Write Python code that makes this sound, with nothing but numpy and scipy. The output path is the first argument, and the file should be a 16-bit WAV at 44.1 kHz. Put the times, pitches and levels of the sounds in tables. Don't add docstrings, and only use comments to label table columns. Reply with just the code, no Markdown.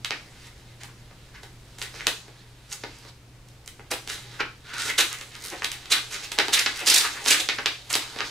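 import sys
import numpy as np
from scipy import signal
from scipy.fft import rfft, irfft
from scipy.io import wavfile
from scipy.ndimage import uniform_filter1d

SR = 44100
rng = np.random.default_rng(int(sys.argv[2]) if len(sys.argv) > 2 else 0)


def level_to_linear(level):
    exponent = np.asarray(level, float) / 20
    return 10 ** exponent


def transcribe(u):
    v = np.clip(np.atleast_2d(u).T, -1, 1)
    q = np.round(v * 32767).astype(np.int16)
    wavfile.write(sys.argv[1], SR, q)


N = 366030
FFT_SIZE = 2 ** 19
HZ = np.maximum(np.fft.rfftfreq(FFT_SIZE, 1 / SR), 1)


def rms_one(x):
    return x / np.sqrt(np.mean(x ** 2) + 1e-20)


def at_hz(points):
    hz, values = np.transpose(points)
    return np.interp(np.log(HZ), np.log(hz), values)


def through(x, response):
    return irfft(rfft(x, FFT_SIZE) * response)[..., :N]


def causal(points):
    half = FFT_SIZE // 2
    cepstrum = irfft(np.log(level_to_linear(at_hz(points))))
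    cepstrum[1:half] *= 2
    cepstrum[half + 1:] = 0
    return np.exp(rfft(cepstrum))


def resonance(x, hz, width_hz):
    r = np.exp(-np.pi * width_hz / SR)
    poles = [1, -2 * r * np.cos(2 * np.pi * hz / SR), r * r]
    return signal.lfilter((1 - r * r) / 2 * np.array([1, 0, -1]), poles, x)


def stereo_pair(one, other):
    # frequency in Hz, left-right likeness from 0 to 1.
    likeness = [(60, .97), (300, .97), (1000, .78), (3000, .35), (5500, .3), (8000, .6), (14000, .05)]
    alike = at_hz(likeness)
    mid = np.sqrt(1 + alike) * rfft(one, FFT_SIZE)
    side = np.sqrt(1 - alike) * rfft(other, FFT_SIZE)
    return np.array([mid + side, mid - side]) / np.sqrt(2)


def background():
    # frequency in Hz, density in dB per Hz.
    air_tone = [(20, -7), (40, 3), (60, -2), (100, -5.5), (160, -8), (220, -12.5), (320, -12.5), (600, -19),
                (1000, -21.5), (2200, -22.5), (4500, -25), (8000, -30.5), (13000, -36), (16000, -40)]
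    air_db, hum_db = -50.3, -52
    hum_hz, hum_width_hz = 120, 12
    air = irfft(stereo_pair(*rng.standard_normal((2, N))) * level_to_linear(at_hz(air_tone)))[:, :N]
    wobble = rms_one(resonance(rng.standard_normal(N), hum_hz, hum_width_hz))
    hum = np.sin(2 * np.pi * hum_hz * np.arange(N) / SR) + .4 * wobble
    return level_to_linear(air_db) * rms_one(air) + level_to_linear(hum_db) * rms_one(hum)


def room(x):
    # frequency in Hz, decay time t60 in seconds, wall level in dB.
    wall_table = [(300, 0.23, 1.5), (1000, 0.29, 1), (3100, 0.3, 1), (7700, 0.56, -11), (13640, 0.26, 1.5)]
    room_db, wall_ms = -1.5, 7.2
    hz, t60s, walls_db = np.transpose(wall_table)
    t, tails = np.arange(SR // 2) / SR, 0
    for low in 140 * 2. ** np.arange(7):
        white = rng.standard_normal((2, SR // 2))
        octave = signal.butter(2, [low, 2 * low], "band", fs=SR, output="sos")
        centre = np.log(low * np.sqrt(2))
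        t60 = np.interp(centre, np.log(hz), t60s)
        wall_db = np.interp(centre, np.log(hz), walls_db)
        tails = tails + signal.sosfilt(octave, white) * level_to_linear(wall_db - 60 * t / t60)
    early = 1 + 0.35 * np.exp(-t / 0.015)
    tails = tails * early * np.clip(t * 1000 / wall_ms, 0, 1) ** 3
    return through(x, level_to_linear(room_db) * stereo_pair(*tails) / np.sqrt(np.sum(tails[0] ** 2)))


def ports(x):
    # frequency in Hz, left minus right in dB.
    lean_table = [(60, -14), (180, -6.5), (550, 3), (1650, -0.5), (4970, -6), (15000, 4)]
    # frequency in Hz, lead of the left port in radians.
    lead_table = [(500, 0.05), (2400, .3), (8000, .4), (11000, 1.2), (15000, 2.0)]
    half = level_to_linear(at_hz(lean_table) / 2) * np.exp(.5j * at_hz(lead_table))
    return through(x, np.array([half, 1 / half]))


def drift(rate):
    steps = rng.standard_normal(4002)
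    return np.interp(np.arange(N) / SR * rate, np.arange(len(steps)), steps)


def clicks(per_s, spread_db, clump_db, clump_per_s):
    sizes = level_to_linear(spread_db * np.minimum(rng.exponential(1, N), 5)) * rng.choice([-1, 1], N)
    struck = rng.random(N) < per_s / SR
    return rms_one(sizes * struck * level_to_linear(clump_db * drift(clump_per_s)))


def drag():
    # time in seconds, level in dB.
    drag_levels = [
        (4.63, -66),
        (4.648, -59),
        (4.746, -37.5),
        (4.894, -42),
        (4.95, -58),
    ]
    hollow_hz, hollow_width_hz = 1430, 300
    s, db = np.transpose(drag_levels)
    grains = clicks(4000, spread_db=-1.5, clump_db=0, clump_per_s=60)
    once = resonance(grains, hollow_hz, hollow_width_hz)
    hollow = rms_one(resonance(once, hollow_hz, hollow_width_hz))
    return hollow * level_to_linear(np.interp(np.arange(N) / SR, s, db, left=-120, right=-120))


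def colour(db, bright_db, thud_db, neutral):
    body_db = db + neutral[0] - 0.54 * bright_db
    sizzle_db = db + neutral[1] + 1.6 * bright_db
    return np.array([db, body_db, sizzle_db, db + thud_db])


def played(tables, edge_ms, neutral):
    gains, t = np.zeros((4, N)), np.arange(N) / SR
    for rows in tables:
        s, *controls = np.transpose(rows)
        on = slice(int(s[0] * SR), int(s[-1] * SR))
        gate = np.clip(np.minimum(t[on] - s[0], s[-1] - t[on]) * 1000 / edge_ms, 0, 1)
        moving = [np.interp(t[on], s, control) for control in controls]
        gains[:, on] += gate * level_to_linear(colour(*moving, neutral))
    return gains


def swell(s, ms):
    t = np.arange(-1024, 1024)
    bell = np.exp(-(t / SR * 500 / ms) ** 2)
    spectrum = rfft(rng.standard_normal(2048) * bell)
    even = irfft(spectrum / uniform_filter1d(abs(spectrum), size=11))
    return round(s * SR) + t, even / np.sqrt(np.mean(even ** 2) / np.mean(bell ** 2)), bell ** 3


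def bumps():
    # centre in seconds, level in dB, half length in ms.
    bump_table = [
        (2.29, -60, 6.3),
        (3.918, -40, 8.8),
        (2.075, -40.5, 8.5),
        (6.39, -35.5, 9.2),
        (5.53, -44.5, 15.4),
        (6.82, -45.5, 14),
        (7.4, -45.5, 10),
    ]
    drive = np.zeros((4, N))
    for s, db, ms in bump_table:
        at, noise, bell = swell(s, ms)
        drive[1::2, at] += level_to_linear(np.c_[[db + 6, db]]) * noise * bell
    return drive


def pulls(rows, start_db, end_db, dulling_db, thud_db):
    tables = []
    for s, rise, fall, db, bright in rows:
        peak, end = s + rise, s + rise + fall
        tables.append([(s, db - start_db, bright, thud_db), (peak, db, bright, thud_db),
                       (end, db - end_db, bright - dulling_db, thud_db)])
    return tables


def pull_gains():
    # start in seconds, speeding up in seconds, slowing down in seconds,
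    # peak in dB, brightness in dB.
    rustle_table = [(.33, 0.14, 0.029, -48.5, 0), (1.775, 0.01, 0.035, -43, 4),
                    (4.3, 0.029, 0.046, -48, -4), (.78, 0.043, 0.085, -47, -3),
                    (1.33, 0.024, 0.046, -50, -9), (1.42, 0.013, 0.039, -48.5, 0),
                    (1.93, .018, 0.07, -46.5, -9), (2.69, 0.041, 0.028, -41, 5.5),
                    (4.07, 0.028, 0.11, -36.5, 2.5), (4.64, 0.12, .08, -37, -3.5),
                    (4.76, .13, .06, -30, 1.5), (5.1, 0.028, 0.031, -32.5, -5.5),
                    (5.17, 0.049, .012, -45, -20), (5.33, 0.028, 0.041, -47.5, -10),
                    (5.41, 0.042, 0.074, -38.5, 1), (5.62, .012, .09, -50, 4),
                    (5.71, 0.04, .012, -34.5, -0.5), (6.73, 0.069, .04, -34, -1.5),
                    (7.02, 0.033, 0.091, -36.5, -3), (7.1, 0.061, .07, -39.5, -14.5)]
    rip_table = [(1.808, 0.014, 0.061, -33.5, 4), (3.9, 0.017, 0.029, -29, 3),
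                 (4.385, 0.017, 0.018, -34, -23), (4.975, 0.01, 0.068, -19, 2.5),
                 (5.895, 0.033, 0.068, -21, 4), (6.1, 0.041, 0.074, -29.5, 2), (6.2, 0.047, 0.024, -37, 3),
                 (6.518, 0.015, 0.096, -19.5, 1), (6.85, 0.036, 0.18, -20.5, 2.5),
                 (7.24, 0.069, 0.068, -18, 3.5), (7.89, 0.012, 0.15, -30, 2.5),
                 (8.17, 0.018, 0.044, -38, -16)]
    slow = pulls(rustle_table, start_db=13.5, end_db=13.5, dulling_db=4, thud_db=-24)
    fast = pulls(rip_table, start_db=13.5, end_db=13.5, dulling_db=13, thud_db=-25)
    return played(fast + slow, edge_ms=13.3, neutral=(-5, -8.5))


def crinkle(pull):
    # time in seconds, grip in dB.
    grip_spells = [
        [(0.0, -62), (0.28, -56), (0.96, -69), (1.8, -60), (1.99, -48.5), (2.3, -58.5), (2.7, -58.5),
         (3.1, -49)],
        [(3.46, -67.5), (3.96, -65), (4.12, -51), (4.35, -50.5), (4.5, -64), (4.94, -52), (6.28, -45.5),
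         (7.27, -39.5), (7.75, -52), (8.3, -39)],
    ]
    thud_db = -17.5
    spells = [[(s, db, 0, thud_db) for s, db in spell] for spell in grip_spells]
    creases = played(spells, edge_ms=3.3, neutral=(-9, -8.5))
    drive = creases * clicks(6000, spread_db=2.5, clump_db=1, clump_per_s=10)
    lone = clicks(150, spread_db=0.5, clump_db=-5, clump_per_s=5)
    drive[2] += (creases[2] + 1.05 * pull[2]) * lone
    return drive


def rips(pull):
    return pull * clicks(9000, spread_db=-1, clump_db=4, clump_per_s=110)


def patchy(x, patch_db, per_s):
    edges = 800 * 2 ** np.arange(0, 4.3, .5)
    out = x
    for low, high in zip(edges, edges[1:]):
        region = signal.butter(1, [low, high], "band", fs=SR, output="sos")
        out = out + signal.sosfilt(region, x) * (level_to_linear(patch_db * drift(per_s)) - 1)
    return out


def slips():
    # centre in seconds, level in dB, brightness in dB, half length in ms, ring of the taut film in Hz.
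    slip_table = [(0.121, -37.5, -23, 8.7, 2330), (2.846, -47, -5, 5, 1800), (3.9392, -33, 5, 4.8, 3600),
                  (4.9846, -18.5, 5, 5.4, 3796), (5.0074, -17.5, 6, 7.1, 3900), (5.9235, -13, 4, 6.3, 4120),
                  (4.408, -28, -19.5, 5, 2560), (6.401, -16.5, -10, 3, 1860),
                  (6.5411, -15.5, 6, 10.6, 3780), (6.594, -14.5, 5, 4.1, 4930),
                  (6.876, -14.5, 5, 9.4, 5000), (6.902, -13.5, 8.5, 3.8, 5060),
                  (6.924, -17.5, -9, 2.5, 3840), (6.9451, -17, 11.5, 4.6, 4320),
                  (6.9633, -11.5, 6, 4.4, 3800), (6.9823, -24, 13.5, 6, 3830), (7.0117, -18, 4, 3.9, 4700),
                  (7.2836, -16.5, 5, 6, 5440), (7.3084, -12.5, 7, 4.4, 2760), (7.327, -15, 3, 7.3, 4800),
                  (7.4042, -21, 5, 6.5, 3630), (7.497, -21.5, -7.5, 6, 2140), (7.665, -23, -6, 6.3, 2510),
                  (7.9406, -17, 0, 4.7, 5000)]
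    thud_db, ring_db, ring_width_hz = -30.5, 4, 420
    drive, hz = np.zeros((4, N)), np.arange(1025) * SR / 2048
    for s, db, bright, ms, ring_hz in slip_table:
        at, noise, bell = swell(s, ms)
        peak = level_to_linear(ring_db) / (1 + ((hz - ring_hz) / ring_width_hz) ** 2)
        ringing = irfft(rfft(noise) * (1 + peak))
        drive[:, at] += level_to_linear(np.c_[colour(db, bright, thud_db, (-10.5, -10))]) * ringing * bell
    return drive


def snaps():
    # time in seconds, peak in dB, brightness in dB, box thud in dB, length in ms.
    snap_table = [(0.0458, -14.5, 1.5, -32, 4.1), (0.1066, -11.5, -4, -18.5, 1.66),
                  (1.8148, -19.5, -1, -27, 4.9), (2.0073, -25, -24, -18, 1.4), (2.0681, -2.5, 4.5, -29, 3),
                  (2.8355, -23, -8, -9.5, 4.7), (3.676, -24.5, 7.5, -29, 2.7), (4.0747, -21, 5, -20, 2.2),
                  (4.4036, -18.5, -3, -8, 1.84), (4.7401, -27.5, 9, -36, 1.7), (5.1282, -19, 9.5, -31, 2),
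                  (5.6201, -20.5, -26, -13, 2.8), (5.6436, -8, 3.5, -32, 3.6),
                  (6.3165, -15.5, 5.5, -24, 5.5), (6.3859, -1.5, 0, -19.5, 3.64),
                  (6.482, -12.5, 2, -12, 3.1), (6.6588, -6.5, -7.5, -24.5, 8.7),
                  (7.2598, -8.5, -4, -20, 2.9), (7.4875, -4, -4, -23, 2.2), (7.5828, -17, -20.5, -13.5, 12),
                  (7.6585, -1.5, -1.5, -24, 2), (7.9518, -5, 6.5, -20.5, 3.6), (8.1868, -18, -3, -21, 2.7),
                  (8.2048, -11, -15, -20, 2.1)]
    # time in seconds, peak in dB, brightness in dB, box thud in dB.
    tick_table = [(0.47, -55, 16, -22), (0.833, -30, 8, -20), (1.11, -51, -25, 3), (1.4319, -34, 3, -12),
                  (1.7843, -31.5, 6, -16), (1.941, -37, -3, -6), (2.28, -41, 3, -3),
                  (8.2183, -27, -14, -19), (2.7163, -25.5, 1, -48), (2.9853, -52, 16, -13),
                  (3.0494, -40, 3, -5), (3.485, -43, 9, -30), (3.66, -45.5, 14, -10),
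                  (3.7942, -48.5, -35, 5.5), (4.668, -37, -5, -33), (4.7808, -24, 7, -34),
                  (4.8194, -20, 5, -34), (4.8804, -25, -2, -35), (4.0986, -29.5, 5, -24),
                  (5.1855, -35, 12, -29), (5.2106, -23, 5.5, -20.5), (5.3512, -25.5, 2, -33),
                  (5.7159, -17.5, 7.5, -39), (5.8555, -26, -1, -66), (6.3243, -27, 7, -22),
                  (6.38, -22, -4, -15), (7.7194, -35, -4, -31), (7.9011, -21, 5, -30),
                  (7.9278, -18.5, 13.5, -18), (8.1605, -26, -9, -6.5)]
    tick_ms, trim_db, rise, spike = 3.7, -3, 0.29, 0.49
    drive, t_ms = np.zeros((4, N + 1024)), np.arange(1024) / SR * 1000
    for s, db, bright, thud, ms in [*snap_table, *[(*tick, tick_ms) for tick in tick_table]]:
        draw = rng.standard_normal(1024)
        draw = draw * abs(draw) ** spike
        x = t_ms / ms
        shape = np.minimum(x / rise, 1) * np.exp(-x ** 2)
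        spectrum = rfft(draw * shape)
        even = irfft(spectrum / uniform_filter1d(abs(spectrum), size=7)) * np.sqrt(shape)
        at = round(s * SR)
        levels = level_to_linear(np.c_[colour(db + trim_db, bright, thud, (-8, -13.5))])
        drive[:, at:at + 1024] += levels * rms_one(even) * np.std(shape)
    return drive[:, :N]


def parcel(drive):
    # frequency in Hz, density in dB per Hz.
    film_tone = [(530, -36), (900, -12), (1080, -7.5), (1260, -6.5), (1600, -4.5), (2020, -3.5),
                 (3190, 1.5), (3910, 2.5), (10400, -16), (14000, -24), (16000, -27)]
    # frequency in Hz, width in Hz, level in dB.
    panel_modes = [(308, 92, 4.5), (463, 94, 6.5), (843, 380, 2)]
    body_top_hz, sizzle_from_hz = 2200, 6700
    film, out = causal(film_tone), 0
    ranges = ([body_top_hz, sizzle_from_hz], "band"), (body_top_hz, "low"), (sizzle_from_hz, "high")
    for clicks_in, (hz, kind) in zip(drive, ranges):
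        split = signal.butter(3, hz, kind, fs=SR, output="sos")
        part = film * signal.sosfreqz(split, worN=HZ, fs=SR)[1]
        out = out + through(clicks_in, part / np.sqrt(np.mean(abs(part) ** 2)))
    thud = 0
    for k, (hz, width_hz, db) in enumerate(panel_modes):
        thud = thud + level_to_linear(db) * resonance(drive[3], hz, width_hz) * (-1) ** k
    return out + level_to_linear(21) * thud


def scene():
    pull = pull_gains()
    sheet = patchy(rips(pull) + crinkle(pull), patch_db=3, per_s=22)
    peeling = parcel(sheet + snaps())
    cracking = parcel(slips() + bumps())
    direct = ports(peeling + cracking + drag())
    return direct + room(peeling) + room(cracking) + background()


def roll_off(x):
    return signal.sosfilt(signal.butter(12, 16820, fs=SR, output="sos"), x)


def record(dry):
    knee_db, squeeze, recovery_db_per_s, mic_top_hz = -28, .2, 5, 16150
    level_db = 10 * np.log10(uniform_filter1d(np.mean(dry ** 2, axis=0), 441) + 1e-9)
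    fall_db = recovery_db_per_s * np.arange(N) / SR
    held_db = np.maximum.accumulate(level_db + fall_db) - fall_db
    duck_db = -squeeze * np.maximum(held_db - knee_db, 0)
    smooth_db = signal.lfilter([.002], [1, -.998], duck_db)
    rounded = .92 * np.tanh(dry * level_to_linear(smooth_db) / .92)
    top_cut = signal.cheby2(14, 50, mic_top_hz, fs=SR, output="sos")
    return roll_off(signal.sosfilt(top_cut, rounded))


dry = scene()
out = record(dry)
transcribe(out)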